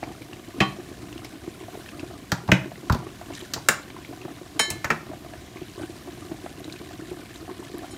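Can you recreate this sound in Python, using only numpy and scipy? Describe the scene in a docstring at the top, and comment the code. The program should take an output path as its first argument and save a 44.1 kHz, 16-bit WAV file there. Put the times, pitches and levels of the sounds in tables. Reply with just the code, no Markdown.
"""Thick sauce simmers in a skillet: collapsing steam bubbles plop as short damped oscillations.
Small collapses ring the pan as a gurgle, tiny ones crackle softly, and drops of fat spit.
Knocks of pans and tools are decaying bands of noise over a thud of the electric stove's hob.
A steel lid and a pot ring as sums of decaying modes; filtered noise gives the small kitchen's hiss
and rumble, and a decaying noise tail its echoes. A phone held just above the skillet listens."""
import sys
import numpy as np
from scipy import signal
from scipy.fft import rfft, irfft, next_fast_len
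from scipy.io import wavfile
from scipy.ndimage import uniform_filter1d

SR = 44100
rng = np.random.default_rng(int(sys.argv[2]) if len(sys.argv) > 2 else 0)


def dump(signal):
    """Clip the signal to [-1, 1] and save it as 16-bit WAV at the path in sys.argv[1]."""
    limited = np.clip(np.atleast_2d(signal).T, -1, 1)
    pcm = np.round(limited * 32767).astype(np.int16)
    wavfile.write(sys.argv[1], SR, pcm)


N = 351477

# Steady kitchen noise. Each row: frequency in Hz, relative spectral level in dB per Hz.
KITCHEN_SPECTRUM = [(15, -39), (25, -2.5), (102, 0.5), (190, -2), (317, -4.5), (463, -13.5), (695, -10.5),
                    (887, -21), (1020, -14), (1230, -21), (2160, -18.5), (10400, -28), (11900, -29.5),
                    (14800, -30), (16000, -44)]
# Reverberation bands. Each row: centre in Hz, 60 dB decay time in s, relative level in dB.
ROOM_BANDS = [(197, 0.49, -.5), (655, 0.41, 1), (1810, 0.3, 2), (4940, 0.3, 0.5), (11500, 0.17, 4.5)]
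# Free modes of a steel lid. Each row: frequency in Hz, relative level in dB, 60 dB decay time in s.
LID = [(1121, -10, .25), (1744, -5, .5), (2147, -11, .6), (2231, -4, .16), (3090, 0, .3), (3805, -10, .28),
       (3908, -20, .3), (4053, -5, .4), (4389, -13, .35), (5097, -14, .2), (5308, -7, .22), (5541, -8, .15),
       (6360, -16, .22), (6898, -9, .26), (6943, -7, .28), (7972, -10, .18), (9170, -3, .14),
       (11600, -21, .17)]
# Free modes of a heavier pot. Each row: frequency in Hz, relative level in dB, 60 dB decay time in s.
POT = [(775, -6, .17), (1117, -4, .25), (1180, -6, .2), (1468, -10, .2), (1781, -12, .25), (1902, -8, .2),
       (2155, -9, .16), (3090, -9, .22), (3126, 0, .24), (3808, -16, .2), (4070, -8, .3), (5108, -13, .18),
       (6944, -18, .14)]
# Blows that ring them. Each row: start in s, modes struck, level in dB,
# brightness in dB per octave about 3 kHz, rise time constant in s.
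RINGS = [(.605, POT, -22, -5, 0.008), (4.593, LID, -19.5, 1, 0.00054), (7.907, LID, -51, 7.5, .003)]
# Knocks of pans and tools. Each row: start in s, crack level in dB, crack pitch in Hz, edge level in dB,
# edge pitch in Hz, rattle decay time in s (before the extra damping of each range), thud level in dB,
# thud pitch in Hz, thud decay time in s. Decay times are to -60 dB.
KNOCKS = [(.603, -4, 2130, -27, 4300, 0.11, -14, 196.4, 0.16),
          (1.2452, -35.5, 2510, -28.5, 3880, 0.25, -54, 129, .1),
          (2.3183, -13.5, 1260, -10.5, 3500, 0.03, -15, 168, .065),
          (2.4769, -35, 1190, -32, 3000, .044, -24, 122, .08),
          (2.487, -19.5, 756, -48, 2780, 0.091, -14.5, 165, 0.089),
          (2.5168, 0, 1970, -13.5, 3900, 0.026, -6, 184.6, 0.094),
          (2.8975, -14.5, 980, -23, 2950, 0.023, -10.5, 102, 0.098),
          (2.9231, -28, 1080, -20.5, 3750, 0.064, -12, 126, 0.063),
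          (2.9459, -26, 885, -27, 3000, 0.038, -17.5, 235, 0.052),
          (3.536, -21, 1720, -13, 4600, 0.072, -33.5, 192, .1),
          (3.5622, -29, 850, -44, 3840, .06, -34, 102, .1),
          (3.6862, -3, 1500, .5, 6100, 0.03, -25.5, 212, 0.12),
          (4.5958, -7.5, 1810, -8.5, 4300, .038, -28.5, 258, .09),
          (4.7024, -23.5, 2260, -15, 6860, 0.14, -31.5, 134, 0.22),
          (4.8439, -14.5, 1534, -19.5, 4350, 0.063, -27.5, 128, 0.1),
          (4.9026, -8.5, 1570, -19.5, 3700, 0.071, -22.5, 221, 0.13)]
# Low modes of the hob in a thud. Each row: ratio to the thud pitch, linear gain.
HOB_MODES = [(1.009, 1), (0.717, 0.87), (0.42, 0.1), (1.6, 0.47)]
# Drops of fat spitting. Each row: start in s, peak level in dB, pitch in Hz.
SPITS = [(1.1209, -39, 6760), (1.293, -34, 6320), (3.3512, -22, 5600), (6.598, -32, 11600),
         (7.3771, -34, 6970), (7.7834, -26, 11100)]
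# Base level of the surface crackle. Each row: time in s, level in dB.
CRACKLE_LEVEL = [(0, -57.5), (.45, -59), (2.0, -57), (2.2, -60), (3.25, -60.5), (3.37, -50), (3.5, -58.5),
                 (5.6, -60), (5.8, -53.5), (6.0, -59), (6.7, -57.5), (6.9, -56.5), (7.95, -56)]
# Pan modes woken by each small collapse. Each row: frequency in Hz, spread of pitch from 0 to 1,
# relative level in dB, length in cycles.
PAN_MODES = [(115, 0, -6.5, 2.03), (329.4, 0.16, 5, 2.85), (715, 0.06, -4, 6), (1115, 0.12, -5.5, 6.9)]
# Modes of tiny surface bubbles. Each row: frequency in Hz, spread of pitch from 0 to 1,
# relative level in dB, length in cycles.
CRACKLE_MODES = [(1866, 0.32, 3.5, 4.8), (3700, 0.23, 8.5, 2.24), (7880, 0.42, 7.5, 2.45)]
# The clearest plops. Each row: time of the envelope's peak in s, peak level in dB, pitch in Hz.
PLOPS = [(.031, -29, 318), (.031, -22, 745), (.038, -30.5, 2330), (.08, -35, 326), (.107, -33, 338),
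         (.117, -36, 770), (0.218, -33.5, 307), (0.221, -35, 2300), (.332, -32.5, 2750), (.334, -33.5, 330),
         (.484, -37, 325), (.586, -28.5, 260), (0.79, -30.5, 350), (.916, -31, 318), (1.032, -34, 303),
         (1.128, -34, 2800), (1.162, -30, 323), (1.179, -33.5, 2850), (1.248, -33.5, 2250),
         (1.338, -33, 312), (1.48, -25.5, 335), (1.631, -34, 345), (1.685, -32, 700), (1.747, -34.5, 390),
         (1.754, -33, 705), (1.862, -34.5, 1780), (1.89, -31, 2600), (1.996, -29.5, 2610),
         (2.032, -25.5, 322), (2.112, -35.5, 700), (2.404, -38, 1240), (2.645, -34, 1700), (2.66, -33, 338),
         (2.719, -33, 674), (2.758, -36, 1960), (2.836, -33, 309), (3.031, -34, 730), (3.069, -35, 1140),
         (3.069, -31.5, 385), (3.215, -30.5, 685), (3.305, -31.5, 654), (3.305, -29.5, 325),
         (3.353, -30, 3700), (3.406, -36, 3060), (3.426, -33, 352), (3.337, -34, 2880), (3.568, -32, 309),
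         (3.58, -32, 890), (3.904, -36, 2250), (3.966, -32.5, 1014), (4.049, -32, 2200), (4.094, -32, 296),
         (4.113, -32, 327), (4.129, -32, 706), (4.216, -36, 2620), (4.252, -35, 704), (4.254, -26.5, 336),
         (4.282, -31.5, 725), (4.417, -32, 355), (4.563, -31, 300), (4.685, -31, 340), (4.769, -36, 327),
         (5.101, -30.5, 316), (5.117, -31.5, 640), (5.136, -30.5, 694), (5.249, -33, 686),
         (5.336, -35.5, 1700), (5.338, -34.5, 690), (5.571, -34, 2210), (5.619, -31.5, 352),
         (5.798, -34, 595), (5.816, -28, 310), (5.821, -36, 750), (5.834, -34, 1460), (5.837, -24.5, 326),
         (5.899, -31, 333), (6.075, -37, 700), (6.079, -33.5, 350), (6.184, -34.5, 340), (6.316, -32, 667),
         (6.319, -25.5, 327), (6.444, -30.5, 337), (6.463, -26, 697), (6.59, -36.5, 310),
         (6.644, -31.5, 3900), (6.656, -32.5, 312), (6.683, -29, 316), (6.699, -34.5, 2370),
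         (6.725, -28.5, 3960), (6.762, -34.5, 2510), (6.804, -35, 323), (6.911, -35.5, 717),
         (6.997, -30.5, 304), (7.023, -31.5, 336), (7.117, -27.5, 355), (7.198, -31.5, 310),
         (7.359, -35, 3860), (7.43, -33, 337), (7.481, -35, 720), (7.499, -33, 1020), (7.597, -30.5, 312),
         (7.628, -35.5, 960), (7.749, -29.5, 322), (7.825, -31.5, 306), (7.833, -32, 688),
         (7.845, -31.5, 740)]

KITCHEN_DB = -45  # rms level
ROOM_DB, ROOM_GAP_S = -10, 0.00067  # level of the tail; time in which it builds up
WOOD_DB, TICK_DB = -4, -8.5  # the wood range follows the crack, the tick follows the edge
THUD_LAG_S = 0.00666
GURGLE_DB = -51.5
CLUSTER_DB, CLUSTER_S = 4, 0.029  # small bubbles grow up to this much louder, this close to a clear plop
CRACKLE_LAYERS = 6  # number of crackle layers, each smeared by its own short noise
PLOP_S, PLOP_HZ, SHORTENS = 0.01099, 328.4, 0.865  # length at this pitch; shortens as this power of pitch
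TOP_HZ = 15700  # upper limit of the sound


def undb(db):
    """Amplitude ratio is ten to the power of level over twenty."""
    return 10 ** (np.asarray(db) / 20)


def add(out, x, start_s):
    """Superposition: a short sound adds to the mixture at its start time."""
    i = max(int(start_s * SR), 0)
    out[i:i + len(x)] += x[:N - i]


def band(x, lo_hz, hi_hz):
    """Causal band-pass filtering keeps the energy between two frequencies."""
    edges = [lo_hz, min(hi_hz, TOP_HZ)]
    return signal.sosfilt(signal.butter(2, edges, "band", fs=SR, output="sos"), x)


def fall(t, t60):
    """Linear damping gives an exponential decay, 60 dB down after t60 seconds."""
    return np.exp(-np.log(1000) * t / t60)


def walk(rate):
    """Random modulation: normal draws, one every 1 / rate seconds, joined by straight ramps."""
    k = int(SR / rate)
    steps = np.repeat(rng.standard_normal(N // k + 1), k)
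    return uniform_filter1d(steps, k)[:N]


def kitchen():
    """Spectral shaping of noise: half-octave slices of hiss and rumble swell together, flicker alone."""
    size = next_fast_len(N, real=True)
    hz = np.fft.rfftfreq(size, 1 / SR) + 1  # the offset avoids log(0)
    table_hz, table_db = np.transpose(KITCHEN_SPECTRUM)
    colour = undb(np.interp(np.log(hz), np.log(table_hz), table_db))
    noise = rfft(rng.standard_normal(size)) * colour
    swell = walk(2.5)
    out = 0
    half_octaves = 2 * np.log2(hz / 25)
    for k in range(20):
        window = np.cos(np.pi / 2 * np.clip(half_octaves - k, -1, 1)) ** 2
        noise_slice = irfft(noise * window, size)[:N]
        out = out + noise_slice * undb(.7 * swell + 1.3 * walk(12))
    return out * undb(KITCHEN_DB) / out.std()


def room(x):
    """Reverberation as convolution with decaying noise, its treble dying sooner than its bass."""
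    t = np.arange(int(.45 * SR)) / SR
    width = 1.7  # frequency ratio from band centre to band edge
    tail = np.zeros(len(t))
    for hz, t60, db in ROOM_BANDS:
        noise = band(rng.standard_normal(len(t)), hz / width, hz * width)
        tail += undb(db) * noise * fall(t, t60)
    tail *= 1 - np.exp(-(t / ROOM_GAP_S) ** 2)
    unit_tail = tail / np.sqrt(np.sum(tail ** 2))
    return signal.fftconvolve(x, unit_tail)[:N]


def lid_and_pot():
    """Modal vibration: free modes swell in over a short rise, then decay exponentially."""
    out, t = np.zeros(N), np.arange(int(.5 * SR)) / SR
    for start_s, modes, blow_db, tilt_db, rise_s in RINGS:
        for hz, db, t60 in modes:
            gain = undb(blow_db + db + tilt_db * np.log2(hz / 3000))
            envelope = (1 - np.exp(-t / rise_s)) * fall(t, t60)
            add(out, gain * envelope * np.sin(2 * np.pi * hz * t), start_s)
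    return out


def knocks():
    """Impact: rattling noise in four ranges, with damped low modes of the hob in a late thud."""
    out, t = np.zeros(N), np.arange(int(.3 * SR)) / SR
    for start_s, crack_db, crack_hz, edge_db, edge_hz, t60, thud_db, thud_hz, thud_t60 in KNOCKS:
        # a quieter, longer noise tail follows each knock
        decay = fall(t, t60) + undb(-15.5) * fall(t, 0.31)
        rattle = rng.standard_normal(len(t)) * decay * (1 - np.exp(-t / 0.00038))
        ranges = [(crack_db, 0.628 * crack_hz, 1.28 * crack_hz),  # crack
                  (crack_db + WOOD_DB, 420, 1400),  # wood
                  (edge_db, 0.67 * edge_hz, 1.53 * edge_hz),  # edge
                  (edge_db + TICK_DB, 8000, 14000)]  # tick
        for db, lo_hz, hi_hz in ranges:
            part = band(rattle * fall(t, 250 / lo_hz), lo_hz, hi_hz)  # treble dies sooner
            add(out, undb(db) * part / np.abs(part).max(), start_s)
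        bloom = (1 - np.exp(-t / 0.001)) * fall(t, thud_t60)
        modes = sum(gain * np.sin(2 * np.pi * ratio * thud_hz * t) for ratio, gain in HOB_MODES)
        add(out, undb(thud_db) * bloom * modes, start_s + THUD_LAG_S)
    return out


def bubble(hz, length_s, phase):
    """Damped oscillation under a hump u exp(1 - u); returns the sound and its time to peak."""
    rise_s = length_s / 2.45  # the hump is 2.45 rises wide at half height
    u = np.arange(int(8 * rise_s * SR) + 2) / SR / rise_s
    envelope = u * np.exp(1 - u)
    return envelope * np.sin(2 * np.pi * (hz * rise_s * u + phase)), rise_s


def shower(rate, modes, level_db, scatter_db, own_db):
    """Random excitation: bubbles at chance moments wake all modes, each by its own amount."""
    out = np.zeros(N)
    for when, size, *draw in rng.random((int(rate * N / SR), 2 + 3 * len(modes))):
        size_db = level_db[int(when * N)] - scatter_db * np.log(size + .05)  # many small, few large
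        for (hz, spread, db, cycles), (pitch, own, phase) in zip(modes, np.reshape(draw, (-1, 3))):
            mode_hz = hz * np.exp(spread * (2 * pitch - 1))
            gain = undb(size_db + db + own_db * (2 * own - 1))
            add(out, gain * bubble(mode_hz, cycles / mode_hz, phase)[0], when * N / SR)
    return out


def crowding():
    """Clustering in time: 0 in a lull, towards 1 near a clear plop."""
    t = np.arange(0, N / SR + .02, .01)
    distance_s = t[:, None] - np.array(PLOPS)[:, 0]
    near = np.exp(-(distance_s / CLUSTER_S) ** 2).sum(axis=1)
    return np.interp(np.arange(N) / SR, t, np.tanh(near))


def gurgle():
    """Forced ringing of the pan: small collapses wake its modes, louder near each clear plop."""
    level_db = GURGLE_DB + CLUSTER_DB * crowding() + 1.04 * np.clip(walk(10), -2, 1)
    return shower(80, PAN_MODES, level_db, 3.1, 6.0)


def crackle():
    """Smearing by convolution: short decaying noise softens the ticks of tiny surface bubbles."""
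    out, t = np.zeros(N), np.arange(int(.06 * SR)) / SR
    level_db = np.interp(np.arange(N) / SR, *np.transpose(CRACKLE_LEVEL))
    for _ in range(CRACKLE_LAYERS):
        ticks = shower(50, CRACKLE_MODES, level_db, 2.3, 6.2)
        blur = rng.standard_normal(len(t)) * fall(t, 0.019)
        out += signal.fftconvolve(ticks, blur / np.sqrt(np.sum(blur ** 2)))[:N]
    return out


def spitting_fat():
    """Brief pulse: each drop of fat is a very short damped oscillation of high pitch."""
    out = np.zeros(N)
    for start_s, db, hz in SPITS:
        add(out, undb(db) * bubble(hz, 0.00019, 0.3)[0], start_s)
    return out


def plops():
    """Bubble collapse: a damped tone, a lower push on the pan floor and a wet splash of noise."""
    out, t = np.zeros(N), np.arange(int(.06 * SR)) / SR
    for (peak_s, db, hz), phase in zip(PLOPS, rng.random(len(PLOPS))):
        length_s = PLOP_S * (PLOP_HZ / hz) ** SHORTENS
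        tone, rise_s = bubble(hz, length_s, phase)
        start_s = peak_s - rise_s
        add(out, undb(db) * tone, start_s)
        push = bubble(0.384 * hz, 0.99 * length_s, phase)[0]
        add(out, undb(db - 9.5) * push, start_s)
        splash = band(rng.standard_normal(len(t)) * fall(t, 0.068), 0.54 * hz, 2.0 * hz)
        add(out, undb(db - 5.5) * splash / np.abs(splash).max(), start_s)
    return out


def sauce():
    """Superposition of the gurgle, the crackle, the clear plops and the spitting fat."""
    return gurgle() + crackle() + plops() + spitting_fat()


def scene():
    """Direct and reverberant sound add, together with the steady background."""
    near, far = sauce(), knocks()
    # the skillet sits close under the microphone, so the walls add less to it
    echoes = undb(ROOM_DB) * room(far + undb(-2.5) * near)
    return (near + far + lid_and_pot() + echoes + kitchen())[None]


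def record(dry):
    """Limited bandwidth and saturation: the phone drops deep bass, rounds peaks and cuts the top."""
    x = signal.sosfilt(signal.butter(3, 50., "high", fs=SR, output="sos"), dry)
    rounded = .88 * np.tanh(x / .88)
    return signal.sosfilt(signal.ellip(8, .2, 60, TOP_HZ, fs=SR, output="sos"), rounded)


dry = scene()
out = record(dry)
dump(out)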